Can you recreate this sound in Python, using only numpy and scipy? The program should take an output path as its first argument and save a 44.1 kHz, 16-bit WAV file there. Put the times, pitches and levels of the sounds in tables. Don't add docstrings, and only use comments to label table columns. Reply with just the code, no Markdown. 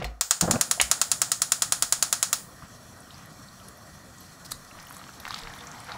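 import sys
import numpy as np
from scipy import signal
from scipy.fft import rfft
from scipy.io import wavfile
from scipy.ndimage import uniform_filter1d

SR = 44100
rng = np.random.default_rng(int(sys.argv[2]) if len(sys.argv) > 2 else 0)


def inscribe(sig):
    pcm = np.round(np.clip(np.atleast_2d(sig).T, -1, 1) * 32767)
    wavfile.write(sys.argv[1], SR, pcm.astype(np.int16))


def magnitude_from_level(level_db):
    exponent = np.asarray(level_db, float) / 20
    return 10 ** exponent


N = 263277

# [f/Hz, level/dB]
ROAR_COLOUR = [(12, -45), (20, -44.5), (75, -3), (125, 0), (245, -5.5), (399, -16), (692, -9), (866, -18),
               (1110, -9.5), (1530, -13), (1730, -17), (1920, -10), (2120, -32), (2300, -21.5), (2600, -30),
               (3380, -65), (5720, -120)]
# [f/Hz, level/dB]
JET_COLOUR = [(1350, -39), (2300, -6), (2880, -6.5), (3410, -0.5), (3840, -6), (4260, -2.5), (4960, -4),
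              (5780, 2), (7120, -3.5), (7710, 0.5), (8420, -5.5), (11000, -8), (15600, -12.5)]
# [f/Hz, width/Hz, level/dB]
JET_BANDS = [(4200, 260, 2), (4630, 52, -1), (5570, 86, -4), (7450, 53, -9), (9300, 150, -7),
             (10960, 600, -7), (12500, 140, -19), (13800, 200, -10)]
ROAR_DB, JETS_DB = -49.5, -55
SETTLE_DB, SETTLE_S = 10.5, 0.18
UNLIT_DB, LIT_S, SPREAD_S = -10.5, 0.35, 0.2
SEEP_DB, OPEN_S, OPENING_S = -13.5, 2.57, 0.65
WARMING_DB_PER_S = 0.5

# [t/s, peak level/dB, ring f/Hz,
# t60/s, noise share/0-1]
KNOB_CLICKS = [(.001, -41, 700, 0.031, 0.3), (.001, -43.5, 2790, 0.12, 0.7), (.002, -48, 5700, 0.046, 0.3),
               (.0155, -29, 483, 0.16, 0.74), (0.017, -33.5, 1205, 0.061, 0.4),
               (0.023, -29.5, 2260, 0.045, 0.55), (.030, -42, 5300, .03, 0.4),
               (.044, -22.5, 2660, 0.018, 0.64), (.044, -33, 5100, 0.027, 0.4),
               (0.048, -31, 4200, 0.053, 0.35), (.05, -49, 5000, .07, .9), (.066, -37, 4200, .03, 0.2),
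               (.042, -44, 10500, 0.065, 0.9), (.043, -42, 13500, .04, 1), (.028, -51, 13000, .03, 1),
               (0.051, -27, 730, 0.058, 0.24), (0.558, -23.5, 2530, .01, 0.23),
               (.776, -31, 700, 0.063, 0.34), (.7997, -5, 2210, 0.0066, .1),
               (.7998, -4.5, 2870, 0.0066, 0.16), (.8, -14.5, 6850, .015, 0.23),
               (0.802, -20, 2300, 0.044, 1), (.801, -20, 750, 0.031, .6), (.812, -18.5, 800, 0.02, 0.5),
               (.804, -20, 3000, 0.015, 0.6)]
# [t/s, peak level/dB, f/Hz, t60/s]
THUDS = [(0.02, -22.5, 145, 0.12), (0.039, -21, 54, 0.37), (.825, -23, 61.7, 0.15), (1.8, -46, 28, .4),
         (4.5, -47, 28, 0.7), (4.75, -46, 28, 0.34), (5.25, -44, 28, .3), (5.42, -33, 30, 0.33),
         (5.42, -39, 465, 0.26), (5.745, -33, 220, .08), (5.88, -31, 500, .1), (5.6, -42, 482, 0.26),
         (5.91, -33, 190, .1), (5.942, -33, 200, .1)]
# [f/Hz, t60/s]
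KITCHEN_T60 = [(400, 1.13), (1060, 0.25), (2790, 0.24), (7350, 0.29), (14000, 0.5)]
# [f/Hz, level/dB]
KITCHEN_COLOUR = [(300, -18), (1500, 1), (2700, -0.5), (7000, -1), (10500, -9), (13000, -8.5)]

# [t/s, level/dB, treble level/dB]
SPARKS = [(0.2099, -7, -7), (.3091, -6, -4.5), (0.41, -6, -2), (0.5102, -5.5, -0.5), (.6109, -6.5, 3.5),
          (.7117, -6.5, 4.5), (0.813, -5.5, 3), (0.9136, -5.5, 3), (1.0145, -5.5, 1.5), (1.1154, -6.5, 3),
          (1.2166, -6, -1), (1.3173, -6.5, -0.5), (1.4185, -6.5, 3), (1.5195, -6, 2), (1.6206, -6.5, 1.5),
          (1.7219, -6, 4.5), (1.8231, -6, 2.5), (1.9239, -6, 2.5), (2.0252, -6, 2.5), (2.1265, -6.5, 2.5),
          (2.2276, -6.5, 1), (2.329, -6, 2.5)]
# [f/Hz, level/dB per Hz]
SPARK_COLOUR = [(200, -34), (350, -24), (500, -15), (950, -9.5), (1250, -5), (1900, -10.5), (2120, -15),
                (3240, -10.5), (4700, -6), (6200, -6.5), (6800, -1.5), (10400, -5), (12200, -18.5),
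                (14500, -13), (15600, -13.5)]
# [f/Hz, level/dB, t60/s]
BURNER_CAVITIES = [(700, -17.5, 0.093), (1300, -2.5, 0.011), (1786, -7.5, 0.028), (3250, -25, 0.07),
                   (5270, -12.5, 0.12), (5810, -9, 0.072), (6630, 7, 0.021), (6900, 2, 0.022),
                   (7130, -3, .03), (7470, -5, .03), (7780, -3.5, 0.03), (8240, -11, 0.03),
                   (8850, -5, 0.033), (10190, -12, 0.025)]
SPARK_COUNT, SPARK_LAG_S = 22, 0.00021
BODY_SPREAD_DB, TOP_SPREAD_DB = 1.5, 2.5
ALIKE_HZ, LIKENESS = 1500, 0.8

# [t/s, length/s, level/dB, brightness level/dB]
POCKETS = [
    (0.419, 0.051, -28.5, -3),
    (0.471, 0.028, -30.5, 2),
    (0.493, 0.038, -30, 0),
    (0.531, 0.045, -29.5, 0),
    (0.571, 0.041, -43, 0),
]
# [t/s, peak level/dB, f/Hz, t60/s]
POPS = [(.424, -20, 242, .04), (.43, -19, 190, .05), (.439, -21, 160, .05), (.452, -16.5, 170, .04),
        (.479, -18, 692, .03), (.483, -22, 260, 0.043), (.498, -18.5, 200, .04), (.509, -18, 689, 0.02),
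        (.517, -19, 210, .03), (.535, -17, 228, 0.049), (.54, -25, 600, .02), (.547, -19.5, 210, 0.044),
        (.554, -19, 199, .04), (.556, -24, 690, 0.028)]
# [f/Hz, level/dB per Hz]
CATCH_COLOUR = [(30, -23), (90, -7), (140, 0), (190, 1), (260, -8), (330, -6), (430, -28), (600, -29),
                (3000, -88)]
# [f/Hz, level/dB per Hz]
CRACKLE_COLOUR = [(400, -20.5), (480, -6), (700, -6), (1000, -12), (1600, -16.5), (2100, -31), (4000, -49),
                  (9000, -89)]
POCKET_RISE_S, POCKET_SAG_DB, POCKET_FALL_S = 0.0087, -3, 0.007

# [t/s, length/s, level/dB]
SLOSHES = [
    (2.604, 0.075, -52.5),
    (3.051, 0.3, -54),
    (4.758, 0.068, -55),
]
# [f/Hz, level/dB per Hz]
SLOSH_COLOUR = [(300, -29), (700, 0), (1300, 4), (2500, -5.5), (3500, -7), (6000, -32)]
# [t/s, peak level/dB,
# centre f/Hz]
DRIPS = [(2.623, -37, 1110), (2.631, -39, 1400), (3.0047, -37, 9120), (3.1068, -37, 3430),
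         (3.1442, -37.5, 4700), (3.2585, -42, 11410), (3.4858, -39, 4110), (3.6003, -42, 3320),
         (3.6837, -34.5, 10180), (3.7738, -41, 13150), (4.0152, -54, 1830), (4.1837, -37, 7100),
         (4.2056, -38, 12710), (4.4504, -37, 4510), (4.4576, -41, 5300), (4.4629, -33, 5100),
         (4.5113, -30, 7730), (4.526, -33, 8840), (4.5256, -37, 4280), (4.5324, -45, 7750),
         (4.7121, -39, 2480), (5.3272, -32, 3650), (5.3722, -33, 3450), (5.4003, -33, 3570),
         (5.5378, -35, 3580), (5.6706, -30, 6410), (5.7155, -30.5, 6500), (5.8033, -35, 9250),
         (5.8449, -39, 10100)]
DRIP_WIDTH, DRIP_T60 = 0.23, 0.007
# [t/s, length/s, level/dB]
SCRAPES = [(3.684, 0.0064, -45.5), (4.444, 0.026, -46), (4.485, .012, -54), (4.506, 0.0099, -42),
           (4.514, 0.0095, -35), (4.647, 0.0054, -49), (4.793, .01, -62), (5.277, 0.013, -44.5),
           (5.3, .045, -54), (5.339, .04, -54), (5.38, 0.019, -47)]
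# [f/Hz, level/dB per Hz]
SCRAPE_COLOUR = [(1500, 1), (3000, -2), (4500, 6.5), (8000, 5), (12000, -1), (15500, -2.5)]
# [t/s, peak level/dB, ring f/Hz]
PLOPS = [(4.518, -25.5, 1280), (4.751, -34, 1220), (4.771, -33, 685), (4.966, -34, 1130),
         (4.995, -37, 1190), (5.014, -32, 1280), (5.066, -34, 1120), (5.232, -36, 1280),
         (5.339, -24.5, 1300), (5.5, -34, 1830), (5.561, -35, 1280), (5.588, -37, 3500), (5.607, -34, 3580),
         (5.698, -36, 1380), (5.887, -31, 1310), (5.917, -25.5, 1370), (5.942, -30, 1130),
         (5.953, -30, 633)]
# [t/s, peak level/dB, centre f/Hz, width/Hz]
SMACKS = [(4.5181, -17.5, 9300, 4970), (4.52, -22, 4060, 1000), (4.7884, -40, 1670, 2000),
          (4.7995, -34, 5230, 2400), (4.8703, -37, 13440, 3600), (4.9025, -37, 12560, 3100),
          (4.909, -31.5, 1190, 500), (4.9253, -30, 10800, 6000), (4.9676, -37, 10300, 2900),
          (5.0397, -34, 2370, 2900), (5.092, -33, 1330, 700), (5.2002, -31, 4200, 2700),
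          (5.2013, -36, 11690, 2700), (5.2529, -22, 2220, 1990), (5.2666, -26, 1310, 1000),
          (5.2782, -26, 1620, 700), (5.307, -23.5, 1150, 500), (5.3075, -22.5, 4530, 1510),
          (5.344, -17.5, 4220, 2440), (5.361, -27, 1910, 2400), (5.3808, -29, 2950, 3900),
          (5.3883, -28, 4620, 1500), (5.435, -28.5, 3740, 1900), (5.4722, -29.5, 1710, 1700),
          (5.5623, -41, 11820, 3400), (5.8944, -31, 1670, 1500), (5.9192, -25.5, 4030, 1200)]
SMACK_T60 = 0.0066
# [t/s, effort level/dB]
STIR = [
    (4.72, -76),
    (4.77, -53),
    (5.09, -58),
    (5.22, -55),
    (5.27, -45.5),
    (5.44, -47.5),
    (5.87, -48.5),
    (5.9, -40.5),
    (5.97, -45),
]
FIZZ_DB, FIZZ_SLOPE, FULL_DB = -48.5, 0.95, -39
# [t/s, peak level/dB, centre f/Hz, width/Hz]
SPATTER = [(4.788, -41, 2700, 600), (4.804, -36, 5300, 1500), (4.822, -43, 14500, 2000),
           (4.8276, -36, 5310, 1200), (4.8285, -37, 10200, 1500), (4.8526, -35, 8500, 3500),
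           (4.869, -38, 2980, 500), (4.884, -41, 6100, 900), (4.8955, -33, 9820, 2500),
           (4.942, -38, 4100, 900), (4.9464, -33, 11000, 2500), (4.948, -39, 4500, 3500),
           (4.9668, -32, 7080, 1000), (4.979, -39, 7900, 1500), (4.983, -38, 11500, 2000),
           (4.993, -36, 4200, 900), (5.031, -40, 6000, 2500), (5.0771, -37, 5950, 2000),
           (5.086, -39, 2900, 600), (5.1364, -39, 5680, 1200), (5.267, -34, 4000, 2000),
           (5.285, -34, 5500, 2500), (5.293, -35, 3800, 700), (5.318, -30, 2900, 900),
           (5.334, -33, 3400, 800), (5.415, -36, 7300, 2000), (5.417, -33, 3600, 900),
           (5.48, -36, 4300, 700), (5.498, -35, 6500, 3500), (5.538, -37, 5700, 1000),
           (5.552, -38, 11500, 4000), (5.585, -34, 9500, 2500), (5.802, -38, 4950, 1200),
           (5.868, -40, 5650, 1200)]

# [f/Hz, level/dB]
TOP_ROLLOFF = [(0, -14), (15780, -14), (16500, -20), (16800, -45), (17100, -60), (22050, -90)]
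TOP_HZ = 15720


def evened(x):
    return x / np.sqrt(np.mean(x ** 2) + 1e-20)


def read(points, hz):
    f, value = np.transpose(points)
    return np.interp(np.log(hz + 1), np.log(f + 1), value)


def add(mix, s, sound):
    part = mix[round(s * SR):][:len(sound)]
    part += sound[:len(part)]


def coloured(x, points):
    hz = abs(np.fft.fftfreq(8192, 1 / SR))
    log_gain = np.log(magnitude_from_level(np.maximum(read(points, hz), -100)))
    taps = np.fft.ifft(np.exp(np.conj(signal.hilbert(log_gain)))).real[:4096]
    taps = taps.reshape((1,) * (x.ndim - 1) + (-1,))
    return signal.fftconvolve(x, taps, axes=-1)[..., :x.shape[-1]]


def levelled(rows):
    power = uniform_filter1d((abs(rfft(rows)) ** 2).mean(0), size=80)
    hz = np.fft.rfftfreq(rows.shape[1], 1 / SR)
    return coloured(rows, np.transpose([hz, -10 * np.log10(power / power.mean())]))


def patchy_noise(shape_db, patchy_db, flicker_db):
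    hz = np.fft.rfftfreq(1024, 1 / SR)
    a, b, patches = rng.standard_normal((N // 256 + 5, 513, 3)).T
    flicker = evened(uniform_filter1d(patches[0], size=4))
    patches = uniform_filter1d(patches, size=10, axis=0)
    patches = evened(uniform_filter1d(patches, size=10, axis=1))
    z = (a + 1j * b) * magnitude_from_level(shape_db(hz)[:, None] + patchy_db * patches + flicker_db * flicker)
    return evened(signal.istft(z, nperseg=1024, noverlap=768)[1][:N])


def click(db, hz, t60, broad, rise=0.00013):
    t = np.arange(round(t60 * SR) + 9) / SR
    noise = rng.standard_normal(8000)[np.arange(len(t)) % 8000]
    band = [hz / 1.6, min(hz * 1.6, 0.45 * SR)]
    tick = evened(signal.lfilter(*signal.butter(2, band, "band", fs=SR), noise))
    ring = np.sin(2 * np.pi * hz * t)
    return magnitude_from_level(db - 60 * t / t60) * ((1 - broad) * ring + 0.93 * broad * tick) * (1 - np.exp(-t / rise))


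def drip(db, hz, width_hz, t60):
    t = np.arange(1200) / SR
    snap = 0.61 * rng.standard_normal(len(t)) * magnitude_from_level(-60 * t / (3.0 * t60)) * np.sqrt(width_hz / SR)
    snap[0] += 1
    edges = np.clip([hz - width_hz / 2, hz + width_hz / 2], 300, 0.45 * SR)
    snap = signal.lfilter(*signal.butter(2, edges, "band", fs=SR), snap)
    return magnitude_from_level(db + 0.3) * snap / abs(snap).max()


def burner():
    t = np.arange(N) / SR

    def ramp(s, length):
        return np.clip((t - s) / length, 0, 1)

    def jet_shape(hz):
        bands = sum(7.2 / (1 + (2 * (hz - f) / w) ** 2) * magnitude_from_level(0.38 * db) for f, w, db in JET_BANDS)
        return read(JET_COLOUR, hz) + bands

    warming_db = WARMING_DB_PER_S * (t - OPEN_S)
    roar_db = UNLIT_DB * (1 - ramp(LIT_S, SPREAD_S)) + 0.17 * warming_db
    roar_db += (SETTLE_DB - UNLIT_DB) * (1 - ramp(0, SETTLE_S))
    jets_db = SEEP_DB * (1 - ramp(OPEN_S - OPENING_S, OPENING_S)) + warming_db
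    roar = patchy_noise(lambda hz: read(ROAR_COLOUR, hz), patchy_db=1.5, flicker_db=-0.43)
    jets = patchy_noise(jet_shape, patchy_db=1.5, flicker_db=1.0)
    return magnitude_from_level(ROAR_DB + roar_db) * roar + magnitude_from_level(JETS_DB + jets_db) * jets


def knob():
    out = np.zeros(N)
    for s, *shape in KNOB_CLICKS:
        add(out, s, click(*shape, rise=0.00007))
    return out


def kitchen_tails(count):
    build_up = np.clip(np.arange(SR // 2) / SR / 0.0092, 0, 1)
    taps = rng.standard_normal((count, SR // 2)) * build_up
    hz, t, z = signal.stft(taps, SR, nperseg=256)
    z = z * magnitude_from_level(read(KITCHEN_COLOUR, hz)[:, None] - 60 * t / read(KITCHEN_T60, hz)[:, None])
    tails = signal.istft(z, SR, nperseg=256)[1][:, :SR // 2]
    return tails / np.linalg.norm(tails[0])


def kitchen(x):
    return signal.fftconvolve(x, kitchen_tails(count=1)[0])[:N]


def thuds():
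    out = np.zeros(N)
    for s, db, hz, t60 in THUDS:
        add(out, s, click(db - 2.5, hz, t60, 0, rise=0.017))
    return out


def alike(rows):
    above = signal.butter(1, ALIKE_HZ, "high", fs=SR)
    stray = (LIKENESS - 1) * rows[0] + np.sqrt(1 - LIKENESS ** 2) * rows[1:]
    return rows[0] + signal.lfilter(*above, stray)


def igniter():
    t, out = np.arange(SR // 2) / SR, np.zeros(N)
    decay = (magnitude_from_level(4.5 - 60 * t / 0.0083) + magnitude_from_level(1.0 - 60 * t / 0.043)) * (1 - np.exp(-t / 0.00013))
    scatter = levelled(alike(rng.standard_normal((SPARK_COUNT + 1, len(t)))) * decay)
    echo = alike(kitchen_tails(count=SPARK_COUNT + 1))
    scatter = scatter / np.linalg.norm(scatter[0]) + magnitude_from_level(-9.0) * echo
    phases = rng.uniform(0, 2 * np.pi, len(BURNER_CAVITIES))
    phases = phases + 0.29 * rng.standard_normal((SPARK_COUNT, len(BURNER_CAVITIES)))
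    rings = 0
    for k, (hz, db, t60) in enumerate(BURNER_CAVITIES):
        rings = rings + magnitude_from_level(db - 60 * t / t60) * np.sin(2 * np.pi * hz * t + phases[:, [k]])
    cracks = evened(coloured(scatter, SPARK_COLOUR)) + magnitude_from_level(13.5) * rings * (1 - np.exp(-t / 0.0002))
    trebles = signal.sosfilt(signal.butter(2, [8700, 12500], "band", fs=SR, output="sos"), cracks)
    bodies = signal.sosfilt(signal.butter(1, 2500, fs=SR, output="sos"), cracks)
    tops = signal.sosfilt(signal.butter(2, 13000, "high", fs=SR, output="sos"), cracks)
    chance = magnitude_from_level(rng.standard_normal((SPARK_COUNT, 2)) * [BODY_SPREAD_DB, TOP_SPREAD_DB]) - 1
    cracks = cracks + chance[:, :1] * bodies + chance[:, 1:] * tops
    for (s, db, treble_db), crack, treble in zip(SPARKS, cracks, trebles):
        spark = crack + (magnitude_from_level(treble_db - 1.0) - 1) * treble
        add(out, s + SPARK_LAG_S, magnitude_from_level(db - 27.5) * spark)
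    return out


def flame_catching():
    low, high, lumps = rng.standard_normal((3, SR // 3))
    lumps = magnitude_from_level(2.3 * evened(uniform_filter1d(lumps, size=150)))
    low = evened(lumps * coloured(low, CATCH_COLOUR))
    high = evened(lumps * coloured(high, CRACKLE_COLOUR))
    t = POCKETS[0][0] + np.arange(len(low)) / SR
    out, flutter = np.zeros(N), 0
    for s, length, db, bright_db in POCKETS:
        rise = np.clip((t - s) / POCKET_RISE_S, 0, 1)
        fall = np.clip((s + length - t) / POCKET_FALL_S, 0, 1)
        sag_db = POCKET_SAG_DB * np.clip((t - s) / length, 0, 1)
        flutter = flutter + rise * fall * magnitude_from_level(db + sag_db) * (low + magnitude_from_level(bright_db) * high)
    add(out, t[0], flutter)
    for s, db, hz, t60 in POPS:
        add(out, s, click(db + 3.0, hz, t60, 0.21, rise=0.0014))
    return out


def slosh():
    out = np.zeros(N)
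    for s, length, db in SLOSHES:
        wash = evened(coloured(rng.standard_normal(SR // 2), SLOSH_COLOUR))[:round(length * SR)]
        add(out, s, magnitude_from_level(db) * wash * np.hanning(len(wash)))
    return out


def drips():
    out = np.zeros(N)
    for s, db, hz in DRIPS:
        add(out, s, drip(db, hz, DRIP_WIDTH * hz, DRIP_T60))
    return out


def scrapes():
    out = np.zeros(N)
    for s, length, db in SCRAPES:
        grit = evened(coloured(rng.standard_normal(2000), SCRAPE_COLOUR))[:round(length * SR)]
        add(out, s, magnitude_from_level(db) * grit * signal.windows.tukey(len(grit), 0.4))
    return out


def plops():
    out = np.zeros(N)
    for s, db, hz in PLOPS:
        add(out, s, click(db + 2.5, hz, 0.021, 0.33, rise=0.00089))
    return out


def smacks():
    out = np.zeros(N)
    for s, *shape in SMACKS:
        add(out, s, drip(*shape, SMACK_T60))
    return out


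def squelch():
    out = np.zeros(N)
    s, effort_db = np.transpose(STIR)
    levels_db = effort_db, FIZZ_DB + FIZZ_SLOPE * (effort_db - FULL_DB)
    t = np.arange(s[0], N / SR, 1 / SR)
    layers = np.zeros((2, len(t)))
    pitches = np.r_[np.geomspace(680, 2000, 10), np.geomspace(2600, 5200, 10)]
    for k, hz in enumerate(pitches):
        bursts = rng.random(len(t)), 170 / SR
        sizes = magnitude_from_level(2.5 * np.minimum(rng.exponential(1, len(t)), 4)) * (bursts[0] < bursts[1])
        turns = hz * np.linspace(0, 1, 400) * 400 / SR
        bubble = np.sin(2 * np.pi * turns * (1 + 0.016 * turns)) * turns * np.exp(-turns / 3.2)
        layers[k // 10] += np.convolve(sizes, bubble)[:len(t)]
    for layer, level_db in zip(layers, levels_db):
        add(out, s[0], magnitude_from_level(np.interp(t, s, level_db)) * evened(layer))
    return out


def spatter():
    out = np.zeros(N)
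    for s, db, *band in SPATTER:
        add(out, s, drip(db - 3.0, *band, SMACK_T60))
    return out


def scene():
    hand = knob()
    food = slosh() + drips() + scrapes() + plops() + smacks() + squelch() + spatter()
    soft = flame_catching() + food
    room = kitchen(magnitude_from_level(-11.5) * hand + magnitude_from_level(-13.0) * soft)
    return (burner() + hand + room + thuds() + igniter() + soft)[None]


def band_limit(x):
    return signal.sosfilt(signal.butter(12, 17090, fs=SR, output="sos"), x)


def record(dry):
    hz, db = np.transpose(TOP_ROLLOFF)
    dry = 0.9 * np.tanh(dry / 0.9)
    top = signal.oaconvolve(dry, signal.firwin(801, TOP_HZ, pass_zero=False, fs=SR)[None], "same")
    body = dry - top
    top = signal.oaconvolve(top, signal.firwin2(401, hz, magnitude_from_level(db), fs=SR)[None], "same")
    open_gate = uniform_filter1d(top ** 2, size=300) > magnitude_from_level(-68.0) ** 2
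    gate = uniform_filter1d(open_gate * 1.0, size=200)
    return band_limit(body + top * gate)


dry = scene()
out = record(dry)
inscribe(out)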